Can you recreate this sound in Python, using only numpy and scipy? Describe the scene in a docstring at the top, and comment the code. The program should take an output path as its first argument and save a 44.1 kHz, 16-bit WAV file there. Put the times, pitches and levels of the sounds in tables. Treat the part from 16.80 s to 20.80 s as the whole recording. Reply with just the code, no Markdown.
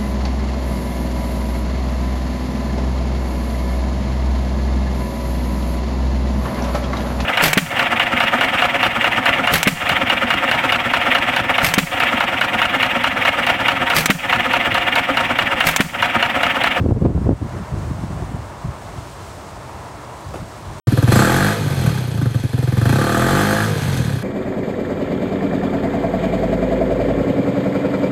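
"""Strong wind over a parking lot. Turbulent gusts buffet and pop on the microphone port, hard at first,
then weaker as it comes into shelter. Around it, distant trees roar over a low drone, and near palm
fronds hiss and tick as their tips touch. Late on, the roar swells in three narrow bands and one short
scuff sounds close by. Automatic gain control ducks everything under the hardest gusts."""
import sys
import numpy as np
from scipy import signal
from scipy.io import wavfile
from scipy.ndimage import uniform_filter1d, minimum_filter1d

SR = 44100
rng = np.random.default_rng(int(sys.argv[2]) if len(sys.argv) > 2 else 0)


def materialize(psi):
    """Save the field psi as 16-bit PCM at rate SR to the path in sys.argv[1].

    A 1-D psi becomes a single channel; in a 2-D psi each row is a channel.
    """
    bounded = np.clip(np.atleast_2d(psi).T, -1, 1)
    quanta = np.round(bounded * 32767).astype(np.int16)
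    wavfile.write(sys.argv[1], SR, quanta)


N = 176400


def from_db(db):
    """Amplitude ratio of a level: tenfold for every 20 dB."""
    return 10 ** (np.asarray(db) / 20)


def unit_rms(x):
    """Division by the root mean square gives a signal unit power."""
    return x / np.sqrt(np.mean(x ** 2) + 1e-20)


def short_time_power(x, window_s):
    """Power as the mean square over a sliding window."""
    return np.maximum(uniform_filter1d(x ** 2, max(int(window_s * SR), 1)), 1e-12)


def in_time(rows):
    """Linear interpolation of (time_s, value) rows at every sample."""
    return np.interp(np.arange(N) / SR, *np.transpose(rows))


def density_at(spectrum, hz):
    """Spectral density in dB, interpolated on a logarithmic frequency axis."""
    freq_hz, density_db = np.transpose(spectrum)
    return np.interp(np.log(hz), np.log(freq_hz), density_db)


def drift(rate_hz):
    """Low-pass filtered noise: a smooth random wander of unit power."""
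    hop, run_in = 40, 2000
    pole = np.exp(-2 * np.pi * rate_hz * hop / SR)
    white = rng.standard_normal(N // hop + run_in + 2)
    slow = signal.lfilter([1], [1, -2 * pole, pole * pole], white)[run_in:]
    return np.interp(np.arange(N) / hop, np.arange(len(slow)), unit_rms(slow))


def noise_bands(spectrum):
    """A third-octave filter bank shapes noise: returns centres in Hz and bands whose sum has unit power."""
    edges_hz = 22 * 2 ** (np.arange(30) / 3)
    centres_hz, bands, run_in = [], [], SR // 4
    white = rng.standard_normal((2, N + run_in))
    for k, (low, high) in enumerate(zip(edges_hz, edges_hz[1:])):
        if high > spectrum[0][0] and low < spectrum[-1][0]:
            band_pass = signal.butter(2, [low, high], "band", fs=SR, output="sos")
            band = signal.sosfilt(band_pass, white[k % 2])[run_in:]
            centres_hz.append(np.sqrt(low * high))
            bands.append(band * from_db(density_at(spectrum, centres_hz[-1])))
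    return centres_hz, np.array(bands) / np.std(sum(bands))


def swaying_noise(spectrum, own_db, own_hz, shared_db, shared_hz):
    """Random amplitude modulation: noise bands swell partly on their own and partly together."""
    _, bands = noise_bands(spectrum)
    patchy = sum(band * from_db(own_db * drift(own_hz)) for band in bands)
    return unit_rms(patchy * from_db(shared_db * drift(shared_hz)))


def ring(clicks, hz, t60_s):
    """A damped resonator: each impulse starts a sine that decays by 60 dB in t60_s."""
    radius, angle = from_db(-60 / (t60_s * SR)), 2 * np.pi * hz / SR
    feedback = [1, -2 * radius * np.cos(angle), radius * radius]
    return signal.lfilter([0, np.sin(angle)], feedback, clicks + 1e-18)


def buffeting():
    """Turbulent pressure on the microphone port: harder wind sheds smaller eddies and sounds brighter."""
    # Sustained turbulence at the port: time_s, level_db
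    airflow = [(0, -6), (.14, -37), (.195, -34), (.27, -7), (.335, -27), (.4, -22.5), (.52, -2.5),
               (.56, -25.5), (.61, -35), (.68, -31), (.82, -26.5), (.87, -40), (.95, -25), (1.44, -28),
               (1.6, -28.5), (1.72, -39), (2.1, -37.5), (2.4, -41), (3.1, -38), (3.42, -45.5),
               (3.48, -34.5), (3.62, -32), (3.72, -43.5), (3.9, -34.5), (4, -37)]
    # Single gusts on the port: centre_s, length_s, level_db, tilt_db_per_octave
    gusts = [(0.012, 0.051, -35, -13), (.052, 0.034, -10, 0.5), (0.089, 0.014, -6.5, 1.5),
             (0.116, 0.027, -1, -3.5), (0.167, .028, -6.5, 1.5), (0.225, 0.024, -5.5, 1),
             (0.258, 0.018, 0, 1.5), (0.301, 0.044, -10, 2.5), (0.354, 0.0098, -4.5, 0.5),
             (0.374, 0.029, -7.5, -1), (0.418, 0.014, -12, 0.5), (0.468, 0.016, -8, 2), (.5, .03, -9, -7),
             (0.621, 0.016, -13, 2.5), (0.652, 0.031, -20, 0.5), (0.757, 0.038, -25.5, 5.5),
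             (0.814, 0.017, -29, 9), (0.935, 0.022, -18, 2), (0.979, 0.035, -24.5, 3),
             (1.046, 0.0089, -28.5, 10), (1.073, 0.014, -14, -5), (1.111, 0.017, -19, 6),
             (1.238, 0.014, -19, 3), (1.315, 0.028, -26, 10), (1.368, .04, -26.5, 2),
             (1.429, 0.019, -21, 4), (1.52, .015, -31.5, 15), (1.548, 0.01, -20, 2),
             (1.851, 0.013, -16.5, -11), (1.888, 0.027, -22, -8.5), (2.182, 0.023, -24.5, -3),
             (3.477, 0.036, -31, -8), (3.621, 0.013, -22.5, -7), (3.893, 0.044, -31.5, -13)]
    # Buffeting spectrum at the reference force: frequency_hz, density_db
    spectrum = [(22, -42), (35, -26), (52, 0), (90, 1), (125, 0), (185, -6.5), (255, -9.5), (330, -11.5),
                (500, -22.5), (800, -37), (1300, -59), (2500, -90)]
    reference_db, brighten_from_hz, gust_tilt_from_hz = -7.5, 202, 103
    t = np.arange(N) / SR
    gust_forces = np.array([from_db(db) ** 2 * np.exp(-np.minimum((2 * (t - s) / length_s) ** 2, 100))
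                            for s, length_s, db, _ in gusts])
    force = from_db(in_time(airflow)) ** 2 + gust_forces.sum(axis=0)
    force_db = 10 * np.log10(force)
    # Tilts are in dB per octave; each gust colours the sound by its share of the force.
    gust_tilt = np.array(gusts)[:, 3] @ gust_forces / force
    centres_hz, bands = noise_bands(spectrum)
    centres_hz = np.array(centres_hz)[:, None]
    bands = bands * from_db(gust_tilt * np.maximum(np.log2(centres_hz / gust_tilt_from_hz), 0))
    eddy_spurts = 2.5 * np.tanh(drift(rate_hz=20))
    eddy_tilt = 0.42 * (force_db - reference_db) + eddy_spurts
    brightened = bands * from_db(eddy_tilt * np.maximum(np.log2(centres_hz / brighten_from_hz), 0))
    running_rms = np.sqrt(short_time_power(bands.sum(axis=0), window_s=0.0332))
    return from_db(force_db) * brightened.sum(axis=0) / running_rms   # evens out chance swells


def tree_roar():
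    """Aerodynamic noise: wind through distant trees makes a smooth, broad roar."""
    # Strength of the roar: time_s, level_db
    levels = [(0, -33), (.55, -33.5), (.8, -34.5), (1.5, -35.5), (2.1, -34.5), (2.35, -36.5), (2.7, -35),
              (2.95, -34), (3.2, -35), (3.45, -35.5), (3.75, -36), (4, -36.5)]
    # Spectrum of the roar: frequency_hz, density_db
    spectrum = [(30, -26), (48, 6), (70, 1), (115, 3), (165, -4.5), (225, -6.5), (340, 1), (470, -4),
                (660, 3), (790, -0.5), (950, 1.5), (1250, -4.5), (1600, -9), (2200, -15), (3500, -29.5),
                (8000, -39)]
    roar = swaying_noise(spectrum, own_db=0.38, own_hz=26, shared_db=0.62, shared_hz=13)
    return from_db(in_time(levels)) * roar


def low_drone():
    """An octave of low noise, held steady by division by its own envelope."""
    centre_hz, level_db = 83.4, -43.5
    band_pass = signal.butter(2, centre_hz * 2 ** np.array([-.5, .5]), "band", fs=SR, output="sos")
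    low = signal.sosfilt(band_pass, rng.standard_normal(N + SR))[SR:]
    return from_db(level_db) * low / np.sqrt(short_time_power(low, window_s=0.047))


def palm_fronds():
    """Flow noise hisses in the leaves; their tips collide as a Poisson process, faster in more wind."""
    # Strength of the near fronds: time_s, level_db
    levels = [(0, -48), (.6, -47), (.8, -49.5), (1.1, -47.5), (1.25, -49.5), (1.4, -48), (1.55, -50),
              (2, -48.5), (2.15, -46.5), (2.45, -45.5), (2.75, -48.5), (3, -49), (3.25, -48.3),
              (3.45, -47.5), (3.6, -47), (4, -47.5)]
    # Spectrum of hiss and ticks: frequency_hz, density_db
    spectrum = [(600, -42), (1800, 1.5), (3000, 2.5), (4200, 2), (6000, 0.5), (8100, 0), (9500, -5.5),
                (12000, -10.5), (15500, -14.5)]
    ticks_per_s, spread_db, tick_to_hiss_db, ring_cycles = 780, 4, -10.5, 3
    level_db = in_time(levels)
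    hiss = swaying_noise(spectrum, own_db=.5, own_hz=19, shared_db=0.58, shared_hz=12)
    touches = rng.random(N) < ticks_per_s * from_db(level_db - level_db.mean()) / SR
    strengths = from_db(spread_db * np.minimum(rng.exponential(1, N), 5))
    clicks = touches * strengths * rng.choice([-1, 1], N)
    pitches_hz = np.geomspace(2500, 12000, 14)
    pitch_index = rng.integers(0, len(pitches_hz), N)
    ticks = np.zeros(N)
    for k, hz in enumerate(pitches_hz):
        weight = from_db(density_at(spectrum, hz)) * np.sqrt(hz)
        ticks += weight * ring(clicks * (pitch_index == k), hz, t60_s=ring_cycles / hz)
    return from_db(level_db) * (hiss + from_db(tick_to_hiss_db) * unit_rms(ticks))


def eddy_pops():
    """An eddy breaking on the port is a pressure pulse: brief overpressure with suction on either side."""
    # Pressure pulses: centre_s, peak_db, width_s
    pulses = [(.0623, 4.5, 0.00085), (.111, -0.5, .0007), (.123, 5.5, 0.00079), (.222, 1.5, 0.0009),
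              (.2525, 1.5, 0.00058), (.378, -6, 0.00077), (0.4926, 11.5, 0.00088), (1.123, -40, 0.0018),
              (1.237, -22, 0.00062)]
    t, pressure = np.arange(N) / SR, np.zeros(N)
    for centre_s, peak_db, width_s in pulses:
        offset_sq = ((t - centre_s) / width_s) ** 2
        taper = np.exp(-np.minimum(offset_sq / 20, 20))
        pressure += from_db(peak_db) * (1 - offset_sq) / (1 + offset_sq) ** 2 * taper
    return pressure


def rushes():
    """Narrow-band noise has a faint pitch: such bands of the roar swell and fade."""
    # Swells in the roar: centre_s, length_s, pitch_hz, level_db
    swells = [(2.92, 0.12, 895, -38.5), (3.08, 0.072, 985, -38), (3.36, 0.16, 950, -41.5)]
    bandwidth_hz = 90
    radius = np.exp(-np.pi * bandwidth_hz / SR)
    t, sound = np.arange(N) / SR, np.zeros(N)
    for centre_s, length_s, pitch_hz, level_db in swells:
        feedback = [1, -2 * radius * np.cos(2 * np.pi * pitch_hz / SR), radius * radius]
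        band = signal.lfilter([1, 0, -1], feedback, rng.standard_normal(N))
        sound += from_db(level_db) * np.exp(-(2 * (t - centre_s) / length_s) ** 2) * unit_rms(band)
    return sound


def scuff():
    """Friction noise in two quick gritty rubs, with a dull, damped knock between them."""
    # Rubs close by: start_s, level_db, decay_s
    rubs = [(3.536, -28.5, 0.025), (3.557, -33, 0.021)]
    # Spectrum of the rubbing: frequency_hz, density_db
    spectrum = [(150, -9), (350, 13), (700, 0.5), (1200, -6), (2500, -10.5), (4000, -24), (7000, -18.5),
                (15000, -35)]
    knock_s, knock_db, roughness_db = 3.5435, -19, 1.9
    t = np.arange(N) / SR
    envelope = sum(from_db(db) * (t >= s) * np.exp(-np.abs(t - s) / decay_s) for s, db, decay_s in rubs)
    _, bands = noise_bands(spectrum)
    grit = unit_rms(bands.sum(axis=0) * from_db(roughness_db * drift(rate_hz=250)))
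    tap = from_db(knock_db) * (np.arange(N) == int(knock_s * SR))
    return envelope * grit + ring(tap, hz=690, t60_s=.028)


def scene():
    """Superposition: the pressures of all sources add at one microphone."""
    return (buffeting() + eddy_pops() + tree_roar() + rushes() + low_drone() + palm_fronds() + scuff())[None]


def gain_control(x):
    """Compression: above a threshold the gain drops at once, holds, then recovers at a steady rate."""
    threshold_db, cut_db_per_db, hold_s, release_db_per_s = -16.5, .56, 0.036, 46
    level_db = 10 * np.log10(short_time_power(x, window_s=0.013))
    cut_db = cut_db_per_db * np.maximum(level_db - threshold_db, 0)
    half_hold = int(hold_s * SR / 2)
    held_db = -minimum_filter1d(-cut_db, 2 * half_hold + 1, origin=half_hold)
    ramp_db = release_db_per_s * np.arange(N) / SR
    return x * from_db(ramp_db - np.maximum.accumulate(held_db + ramp_db))


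def record(dry):
    """Band limiting and saturation: low cut, gain control, rounded peaks, then a steep treble cut."""
    low_cut = signal.butter(3, 45, "high", fs=SR, output="sos")
    high_cut = signal.ellip(12, .1, 90, 15720, fs=SR, output="sos")
    thinned = signal.sosfilt(low_cut, dry[0])
    rounded = np.tanh(gain_control(thinned))
    return signal.sosfilt(high_cut, rounded)[None]


dry = scene()
out = record(dry)
materialize(out)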